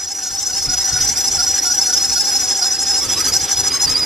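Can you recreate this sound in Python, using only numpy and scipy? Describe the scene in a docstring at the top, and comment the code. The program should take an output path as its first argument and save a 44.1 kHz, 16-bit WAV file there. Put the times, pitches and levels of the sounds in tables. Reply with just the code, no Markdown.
"""A harsh two-tone belt squeal, pulsing twice per pulley turn, under a hissing aerosol can in an idling engine bay.
Belt: two stick-slip tones, split into side tones by the flutter of the span, plus the hiss of rubbing rubber.
Spray: patchy shaped noise, slightly weaker while the belt grips. Engine: throbbing low noise and unsteady orders.
Fan wind puffs on two microphone ports; short treble echoes follow the squeal."""
import sys
import numpy as np
from scipy import signal
from scipy.fft import rfft, irfft, next_fast_len
from scipy.io import wavfile
from scipy.ndimage import uniform_filter1d, map_coordinates

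SR = 44100
rng = np.random.default_rng(int(sys.argv[2]) if len(sys.argv) > 2 else 0)


def dump_mix(stems):
    """Bounce the given channels to the path in sys.argv[1] as a 16-bit WAV at rate SR."""
    frames = np.atleast_2d(stems).T  # one column per channel
    limited = np.clip(frames, -1, 1)  # hard clip at full scale
    pcm = np.round(limited * 32767).astype(np.int16)
    wavfile.write(sys.argv[1], SR, pcm)


N = 178649

# Side tones above the low tone: step_flutters, level_db (relative to upper_db)
SIDE_TONES = [(2, -0.5), (3, -2.5), (4, -11.5), (5, -17.5), (6, -14.5), (7, -14), (8, -26), (9, -22)]
# Side tones below the high tone: step_flutters, level_db (relative to the mean dB of both tones)
UNDER_TONES = [(-2, -12.5), (-3, -21.5), (-4, -32)]
# Wet belt's low tone drops flat and climbs back: centre_s, depth_hz
SWOOPS = [(3.715, 110), (3.878, 330), (3.955, 190), (4.03, 170)]
SWOOP_FALL_S, SWOOP_CLIMB_S = 0.01194, 0.026


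def belt():
    """Stick-slip tones; the span's flutter is heard itself and steps side tones off them."""
    held, place, dip = slips(glide_s=0.0058, early_s=0.0039)
    low_hz, low_db, high_hz, high_db, flutter_hz, flutter_db, octave_db, upper_db = held
    grip_db = dip(0.011, 0.007)
    late_db = dip(0.015, 0.016, widens=0.2)  # side tones need longer to build up again

    swoop_s, swoop_hz = np.transpose(SWOOPS)
    since_s = np.arange(N) / SR - swoop_s[:, None]
    swoop_width_s = np.where(since_s < 0, SWOOP_FALL_S, SWOOP_CLIMB_S)
    low_hz = low_hz - swoop_hz @ np.exp(-(since_s / swoop_width_s) ** 2)

    # tension builds in a slip, sags in the grip
    tension = 1 + 0.01 * (place - 0.5) + 0.0024 * (grip_db + 1.5) + 0.0025 * wobble(60)
    low, high, flutter = (phase_of(hz * tension) for hz in (low_hz, high_hz, flutter_hz))

    low_level_db = low_db + 0.8 * dip(0.011, 0.006, widens=0) + 1.5
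    y = tone(low, low_level_db, rough_db=2.4, blur=0.7, wide=0.33, twin=0.55)
    high_level_db = high_db + 1.3 * dip(0.011, 0.008, widens=0.6) + 1.7
    y += tone(high, high_level_db, rough_db=1.8, blur=0.45, wide=0.25, twin=0.4)

    # the span's own note near 790 Hz steadies the audible flutter
    pull_hz = np.where(flutter_hz < 950, 0.35 * (790 - flutter_hz), 0)
    y += tone(flutter + phase_of(pull_hz), flutter_db + 0.7 * grip_db + 1.2,
              rough_db=2.5, blur=0.45, wide=0.08, twin=0.12)
    y += tone(2 * flutter, octave_db + 0.9 * grip_db - 0.6, rough_db=3, blur=0.4, wide=0.08, twin=0.3)
    for step, db in SIDE_TONES:
        y += tone(low + step * flutter, upper_db + db + 2.5 + 1.8 * late_db,
                  rough_db=3, blur=0.45, wide=0.45, twin=0.35)
    for step, db in UNDER_TONES:
        y += tone(high + step * flutter, (low_db + high_db) / 2 + db + 0.9 * grip_db,
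                  rough_db=3, blur=0.45, wide=0.25, twin=0.4)

    # the slip is lopsided: octaves and sum tone
    distortion = ((2 * low, 2 * low_db - 3), (low + high, low_db + high_db), (2 * high, 2 * high_db - 3))
    for phase, db in distortion:
        y += tone(phase, db + 1.5 * grip_db, rough_db=4, blur=1.0, wide=0.45, twin=0.6)

    return y + rub(high_db, upper_db, late_db), late_db


# Pulley turns, two slips each; level is both tones summed:
# start_s, first_level_db, first_low_over_high_db, second_level_db, second_low_over_high_db
PULLEY_TURNS = [(-0.013, -25.5, -5, -27, -3.5), (0.066, -25.5, -10, -25.5, 1.7),
                (0.141, -27.5, -13, -26.9, -14), (0.216, -23.5, -3, -26, -5),
                (0.295, -24.5, -4, -24.5, 1.7), (0.375, -22, -6, -22.5, 1.7), (0.451, -20.5, -6, -22.5, -2),
                (0.523, -22, 0.1, -20.5, 1.6), (0.608, -20, 0, -21.5, -1), (0.682, -19.5, -3, -18.5, -4),
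                (0.763, -18, -7, -18.7, 6), (0.837, -18, -9, -19, -7.9), (0.916, -19.5, -3.9, -17.5, -2),
                (0.997, -15.5, -5, -16, -7), (1.069, -16, -8, -20.5, -15), (1.154, -16.5, -3.1, -19, -5),
                (1.231, -17.5, -5, -17.5, 5), (1.304, -17.5, -13, -17, 1), (1.382, -16, -2, -18.5, 3),
                (1.46, -17.5, -8, -17.5, -2.5), (1.533, -18, -11.5, -18.0, 0.9),
                (1.611, -18.5, -16, -17.5, -4.7), (1.695, -17, -5, -16.5, -9),
                (1.767, -16.5, -15, -16.5, 5), (1.848, -16.7, -6, -18, -3), (1.921, -15.5, -3, -17.5, 5.5),
                (2.001, -16.5, -3, -16.5, 7.9), (2.076, -20, -3.6, -17, 1.5),
                (2.157, -15.2, -2.2, -16.2, 8.5), (2.235, -20, 0.5, -16.9, 6), (2.311, -18, -3, -17.5, 1),
                (2.385, -19.5, -2.5, -19, 2.8), (2.469, -19, -3, -19, 5), (2.545, -20.3, -3, -21, 0),
                (2.613, -16, 3, -19, 1), (2.7, -20, -3.3, -19.5, 9), (2.777, -20.5, 0.9, -19, 9),
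                (2.85, -20, 1.1, -18, 8), (2.929, -18, 3, -18.5, 7), (3.009, -21, 3.6, -24.4, 2),
                (3.079, -20.5, -2.5, -19, 1), (3.156, -20.0, 6, -22, -5), (3.233, -17.5, 8, -22, -4),
                (3.315, -16, 1, -17.5, -3.9), (3.391, -18.4, -2.3, -18.5, -6.4),
                (3.472, -20.9, -3, -16, -7), (3.554, -18.5, 2, -16.6, -4), (3.626, -20, -1.6, -17, 0.8),
                (3.704, -16.5, 12.6, -17.5, 8.6), (3.788, -17.5, 7, -15, -1.5),
                (3.865, -18.1, 19.5, -18, 7.0), (3.947, -15.5, 33, -20.5, 10.5), (4.012, -17, 27, -18, 20)]
# start_s, second_slip_delay_s
SECOND_SLIP = [(0, .04), (3.65, .04), (3.7, .028), (4.05, 0.032)]
# Sags as the spray wets the belt: time_s, first_slip_hz, second_slip_hz
LOW_TONE = [(0, 5075, 5255), (2.0, 5076, 5236), (3.1, 5063, 5200), (3.25, 4975, 5150), (3.4, 4993, 5114),
            (3.55, 5070, 5080), (4.05, 5053, 5086)]
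# Gain on flutter and side tones: time_s, gain_db
FLUTTER_STRENGTH = [(0, 2), (.9, -1), (1.6, 0.5), (2.1, -1), (2.6, 2), (3.2, 1.5), (3.6, 1.5), (4.05, 1)]
# Both tones lock to multiples 7 and 8 of a lower flutter: slip_s, flutter_hz, octave_db
LOCKS = [(0.263, 730, -37), (0.49, 738, -41), (0.681, 718, -31.5), (0.716, 732, -34), (0.917, 734, -33.5),
         (0.95, 732.4, -32.5), (0.997, 733, -36), (1.155, 726, -37.5), (1.382, 706, -28),
         (1.459, 727, -37.5), (1.659, 713.5, -30.5), (1.694, 730, -32.5), (1.878, 732, -32.5),
         (1.921, 726, -36), (2.157, 716, -28.5), (2.421, 737.4, -39), (2.615, 712, -32.5),
         (3.316, 715, -40)]
# Wet belt jumps to a faster flutter:
# slip_s, low_hz, high_hz, flutter_hz, low_db, high_db, flutter_db, upper_side_tones_db
JUMPS = [(3.011, 5167, 5685, 1146, -21.5, -24, -38, -38), (3.042, 4790, 6070, 1288, -28, -28, -39.5, -27),
         (3.079, 5300, 5840, 1316, -23.5, -23, -38, -40), (3.156, 5090, 6180, 1137, -22, -28, -37, -41),
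         (3.202, 4785, 5850, 1282, -31, -22.5, -32, -29.5),
         (3.282, 4704, 5937, 1292, -29, -22.5, -32.5, -36), (3.702, 5050, 6310, 1155, -18, -38, -43, -44),
         (3.732, 5100, 6345, 1122, -19, -24, -36, -34.5), (3.785, 5119, 6319, 1146, -19, -40, -49, -48.5),
         (3.901, 5140, 6340, 1266, -20, -27, -41.5, -35), (3.976, 5150, 6287, 1265, -19, -33, -33.5, -40)]
# Dip before each slip: time_s, before_first_db, before_second_db
GRIP_DIP = [(0, -6.5, -3), (2.0, -7, -4), (2.5, -6, -2.5), (3.2, -11.5, -2), (3.6, -13, -3.5),
            (4.05, -7, -2)]
# Slips whose opening dip is unusually deep or shallow: slip_s, dip_db
ODD_GRIPS = [(.681, -9), (.762, -10), (1.154, -13), (1.305, -9), (1.382, -9), (1.611, -12), (2.777, -11),
             (2.85, -10), (2.929, -3), (3.009, -4), (3.315, -14)]
# pairs: first slip, second slip
HIGH_TONE_HZ, HIGH_SAG_HZ, FLUTTER_HZ = 5888, (35.03, 0), (767.5, 797.6)
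FLUTTER_DB, OCTAVE_DB, UPPER_DB = (-21.5, -17.5), (-26, -23.5), (-12.5, -10)  # relative to the slip's level
HIGH_LEADS_DB, LOW_LEADS_DB = -2.5, 1.5  # beyond these the weaker tone locks one flutter step from the stronger
SOLO_DB, SOLO_FADE_DB_PER_DB = 8.5, 1.68  # low tone this far ahead: flutter and side tones fade
SCATTER_HZ, SCATTER_DB = 13, 2  # from slip to slip


def slip_rows():
    """One row per slip: start, nominal pitches and levels of the tones and flutter, grip dip before it."""
    turn_s, *cols = np.transpose(PULLEY_TURNS)
    second_s = turn_s + np.interp(turn_s, *np.transpose(SECOND_SLIP))
    start_s = np.ravel([turn_s, second_s], "F")
    level_db, lead_db = np.ravel(cols[0::2], "F"), np.ravel(cols[1::2], "F")
    chance = rng.standard_normal((len(start_s), 6)).T

    def each(pair):
        return np.tile(pair, len(turn_s))

    def by_slip(s, first, second):
        return np.where(each((True, False)), np.interp(start_s, s, first), np.interp(start_s, s, second))

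    def nearest(s):
        return np.argmin(abs(start_s - s))

    flutter_hz = each(FLUTTER_HZ) + SCATTER_HZ * chance[0]
    own_low_hz = by_slip(*np.transpose(LOW_TONE)) + SCATTER_HZ * chance[1]
    own_high_hz = HIGH_TONE_HZ - each(HIGH_SAG_HZ) + SCATTER_HZ * chance[2]
    low_hz = np.where(lead_db < HIGH_LEADS_DB, own_high_hz - flutter_hz, own_low_hz)
    high_hz = np.where(lead_db > LOW_LEADS_DB, own_low_hz + flutter_hz, own_high_hz)

    high_db = level_db - 10 * np.log10(1 + amp(2 * lead_db))
    low_db = high_db + lead_db
    solo_fade_db = SOLO_FADE_DB_PER_DB * np.maximum(0, lead_db - SOLO_DB)
    pair_db = level_db + np.interp(start_s, *np.transpose(FLUTTER_STRENGTH)) - solo_fade_db
    flutter_db, octave_db, upper_db = (pair_db + each(db) + SCATTER_DB * c
                                       for db, c in zip((FLUTTER_DB, OCTAVE_DB, UPPER_DB), chance[3:]))

    for s, hz, db in LOCKS:
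        k = nearest(s)
        flutter_hz[k], low_hz[k], high_hz[k], octave_db[k] = hz, 7 * hz, 8 * hz, db
    jump_cols = (low_hz, high_hz, flutter_hz, low_db, high_db, flutter_db, upper_db)
    for s, *row in JUMPS:
        k = nearest(s)
        for col, value in zip(jump_cols, row):
            col[k] = value

    depth_db = by_slip(*np.transpose(GRIP_DIP))
    for s, db in ODD_GRIPS:
        depth_db[nearest(s)] = db
    return start_s, low_hz, low_db, high_hz, high_db, flutter_hz, flutter_db, octave_db, upper_db, depth_db


USUAL_DIP_DB, DIP_WIDENS = -6, 0.5  # a deeper dip lasts longer: power of depth over the usual


def slips(glide_s, early_s):
    """Per sample: columns of the slip in progress, place inside it (0-1), grip dip (dB) as a function."""
    t = np.arange(N) / SR
    start_s, *cols, depth_db = slip_rows()
    edges_s = np.append(start_s, 2 * start_s[-1] - start_s[-2])
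    k = np.clip(np.searchsorted(start_s - early_s, t, "right") - 1, 0, len(start_s) - 1)
    place = (t + early_s - edges_s[k]) / (edges_s[k + 1] - edges_s[k])
    nearest = np.minimum(k + (place > 0.6), len(start_s) - 1)
    since_s = t - start_s[nearest]
    longer = np.maximum(1, depth_db[nearest] / USUAL_DIP_DB)

    def dip(fall_s, rise_s, widens=DIP_WIDENS):
        width_s = longer ** widens * np.where(since_s < 0, fall_s, rise_s)
        return depth_db[nearest] * np.exp(-(since_s / width_s) ** 2)

    glide = max(1, int(glide_s * SR))
    return [uniform_filter1d(c[k], glide) for c in cols], place, dip


def tone(phase, db, rough_db, blur, wide, twin):
    """A partial whose size and phase shiver; a neighbouring rib slips slightly off pitch and beats with it."""
    side = np.array([[1], [-1]])
    shiver = blur * wobble(160) + wide * side * wobble(24.984)
    offset = phase_of(75 * wobble(22))
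    neighbour = np.sin(phase + offset - shiver + rng.uniform(0, 2 * np.pi))
    pair = np.sin(phase + shiver) + twin * neighbour
    return np.sqrt(2 / (1 + twin ** 2)) * amp(db + rough_db * wobble(110)) * pair


# Source levels before each function's offset: time_s, spray_db, engine_db, rub_db
BAY_LEVELS = [(0.0, -45.5, -48.5, -43.5), (0.99, -37, -40.5, -34.5), (2.2, -38, -41, -34.5),
              (2.35, -37, -39, -33.5), (2.7, -38, -42, -36.5), (3.0, -35.5, -38.5, -34.5),
              (3.29, -34, -34.5, -30.5), (3.41, -36, -38.5, -35), (4.05, -35, -36, -39.5)]
# Rub noise, coloured by the pulley's resonances: freq_hz, relative_db_per_hz
RUB_SPECTRUM = [(3300, -24.5), (4300, -1), (4620, -3.5), (5130, 9.5), (5500, 7.5), (5880, 10.5), (6250, 3),
                (6720, 10), (7100, -3), (7500, 8), (7950, -0.5), (8400, -3.5), (12600, 0), (13100, -34),
                (13500, -31)]


def rub(high_db, upper_db, late_db):
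    """Rubber hisses while it slides, following the squeal's level."""
    effort_db = 0.27 * high_db + 0.11 * upper_db + 0.71 * late_db
    effort_db = effort_db - uniform_filter1d(effort_db, SR // 4)
    level_db = curves(BAY_LEVELS)[2] + 8 + effort_db + 1.4 * wobble(70)
    return amp(level_db) * rush(RUB_SPECTRUM, patchy_db=3.0)


def bay_echo(x, t60_s):
    """Short echoes between block, hoses and bonnet, as decaying noise; mostly the treble scatters."""
    t = np.arange(SR // 8) / SR
    tail = rng.standard_normal((2, len(t))) * amp(-60 * t / t60_s)
    wet = signal.fftconvolve(x, tail / np.linalg.norm(tail[0]), axes=1)[:, :N]
    return filtered(wet, lambda hz: amp(along([(1500, -11), (4000, 1.5)], hz)))


# Jet noise: freq_hz, relative_db_per_hz
SPRAY_SPECTRUM = [(500, -22), (900, -3), (1500, -0.5), (2200, -1), (2800, -4), (3500, -2), (4600, -6.5),
                  (8000, -6), (13500, -15)]
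SPATTER_DB_PER_GRIP_DB = 0.3


def spray(grip_db):
    """The jet hisses out of the straw and spatters on the belt, less while the belt grips."""
    flicker_db = 0.82 * wobble(12) + 1.38 * wobble(150)
    level_db = curves(BAY_LEVELS)[0] + 6 + SPATTER_DB_PER_GRIP_DB * grip_db + flicker_db
    return amp(level_db) * rush(SPRAY_SPECTRUM, patchy_db=2.5)


# Engine noise: freq_hz, relative_db_per_hz
DRONE_SPECTRUM = [(88, -30), (150, -8.5), (199, -4.5), (231, -14.5), (254, -1), (394, 0.5), (437, -2.5),
                  (631, -9), (720, -9), (940, -7), (1580, -120)]
# Engine and fan orders: freq_hz, level_db (relative to 40 dB over the engine level)
ORDERS = [(91.5, -47.5), (263.8, -48.5), (468.3, -50), (527.6, -50.5)]


def engine():
    """A noise drone throbbing with the firings, and a few unsteady orders."""
    level_db, t = curves(BAY_LEVELS)[1], np.arange(N) / SR
    throb = 1 + 0.066 * np.cos(2 * np.pi * 46 * t + 0.5 * wobble(3.1))
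    orders = sum(amp(db + 4 * wobble(12)) * np.sin(2 * np.pi * hz * t + 1.4 * wobble(18))
                 for hz, db in ORDERS)
    return amp(level_db) * (throb * rush(DRONE_SPECTRUM, patchy_db=1.5) + amp(40) * orders)


# Wind noise: freq_hz, relative_db_per_hz
PUFF_SPECTRUM = [(13, -40), (25, -3), (45, 0), (97, 2), (236, -11), (274, -6.5), (350, -21), (460, -45),
                 (770, -120)]
# Gaussian puffs: centre_s, peak_db, half_length_s (to 1/e)
PUFFS = [(0.328, -44, .03), (.58, -43.5, 0.089), (.69, -29.5, 0.023), (0.778, -39, 0.035),
         (.94, -30.5, 0.019), (1.01, -30, 0.023), (1.058, -34, .015), (1.1, -40, 0.038), (1.3, -43, 0.23),
         (2.11, -43, .06), (2.88, -40, 0.037), (3.069, -37, 0.041), (3.152, -35, 0.026),
         (3.293, -39, 0.052), (3.447, -35.5, 0.027), (3.589, -36.5, 0.039), (3.71, -40, 0.049),
         (3.89, -34, 0.048), (4.019, -37, 0.022)]
# Air between the puffs: time_s, level_db
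CALM = [(0, -56), (.25, -54), (.5, -48.5), (2.0, -47.5), (4.05, -46)]


def wind():
    """Low puffs of fan air on the ports."""
    t = np.arange(N) / SR
    puffs = sum(amp(db) * np.exp(-((t - s) / half_s) ** 2) for s, db, half_s in PUFFS)
    strength = amp(curves(CALM)[0]) + puffs
    lumps = amp(1.5 * wobble(17) + 0.3 * np.array([wobble(24), wobble(16)]))
    return strength * unit(lumps * rush(PUFF_SPECTRUM, patchy_db=1.0))


# Left-right likeness of noise: freq_hz, correlation
ALIKE = [(30, .98), (60, .94), (120, .8), (180, .68), (260, .95), (1300, .955), (2800, .86), (6000, .74),
         (13000, .55)]


def rush(spectrum, patchy_db):
    """Stereo noise of rms 1 with time-frequency patches of random gain."""
    z = signal.stft(rng.standard_normal((2, N)), nperseg=512)[2]
    field = rng.standard_normal(z.shape[1:])
    field = uniform_filter1d(uniform_filter1d(field, 6, 0), 8, 1)
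    pair = signal.istft(z * amp(patchy_db * unit(field)), nperseg=512)[1][:, :N]

    def mid_side(hz):
        turn = np.arccos(np.clip(along(ALIKE, hz), -1, 1)) / 2
        colour = amp(along(spectrum, hz)) * (hz < spectrum[-1][0])
        return colour * [np.cos(turn), np.sin(turn)]

    mid, side = filtered(pair, mid_side)
    return unit(np.array([mid + side, mid - side]))


def amp(db):
    """Decibels to amplitude."""
    return 10 ** (np.asarray(db) / 20)


def unit(x):
    """Scale to rms 1."""
    return x / np.sqrt(np.mean(x ** 2) + 1e-20)


def phase_of(hz):
    """Phase in radians of a varying frequency."""
    return 2 * np.pi * np.cumsum(hz) / SR


def along(points, hz):
    """Interpolate (Hz, value) points on a log axis."""
    f, v = np.transpose(points)
    return np.interp(np.log(hz + 1), np.log(f + 1), v)


def curves(rows):
    """One value per sample for each column after the time."""
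    s, *cols = np.transpose(rows)
    return [np.interp(np.arange(N) / SR, s, c) for c in cols]


def wobble(rate_hz):
    """A smooth random curve, rate_hz knots a second."""
    knots = rng.standard_normal(int(N * rate_hz / SR) + 4)
    return map_coordinates(knots, [np.arange(N) * rate_hz / SR])


def filtered(x, response):
    """x filtered by a complex response of frequency."""
    m = next_fast_len(N + SR // 2)
    return irfft(rfft(x, m) * response(np.fft.rfftfreq(m, 1 / SR)), m)[..., :N]


def scene():
    """Squeal and its echoes, spray, engine, wind."""
    squeal, grip_db = belt()
    echo = amp(-12.5) * bay_echo(squeal, t60_s=0.072)
    return squeal + echo + spray(grip_db) + engine() + wind()


# Left port ahead of right: freq_hz, lead_rad
PORT_LEAD = [(2500, 0), (4400, -.2), (5900, -.6), (8400, -1.3), (11400, -2.2), (13000, -2.8)]
TOP_HZ = 13500


def record(dry):
    """Spaced ports: treble arrives out of step, levels differ slightly; band-limited at TOP_HZ."""
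    side = np.array([[1], [-1]])
    tilt_db = [(50, 0.72), (150, 0.52), (400, -0.46), (8000, -0.17)]  # (Hz, + left / - right)

    def ports(hz):
        lead = np.exp(0.5j * side * along(PORT_LEAD, hz))
        return lead * amp(side * along(tilt_db, hz)) * (hz < TOP_HZ)

    return filtered(dry, ports)


dry = scene()
out = record(dry)
dump_mix(out)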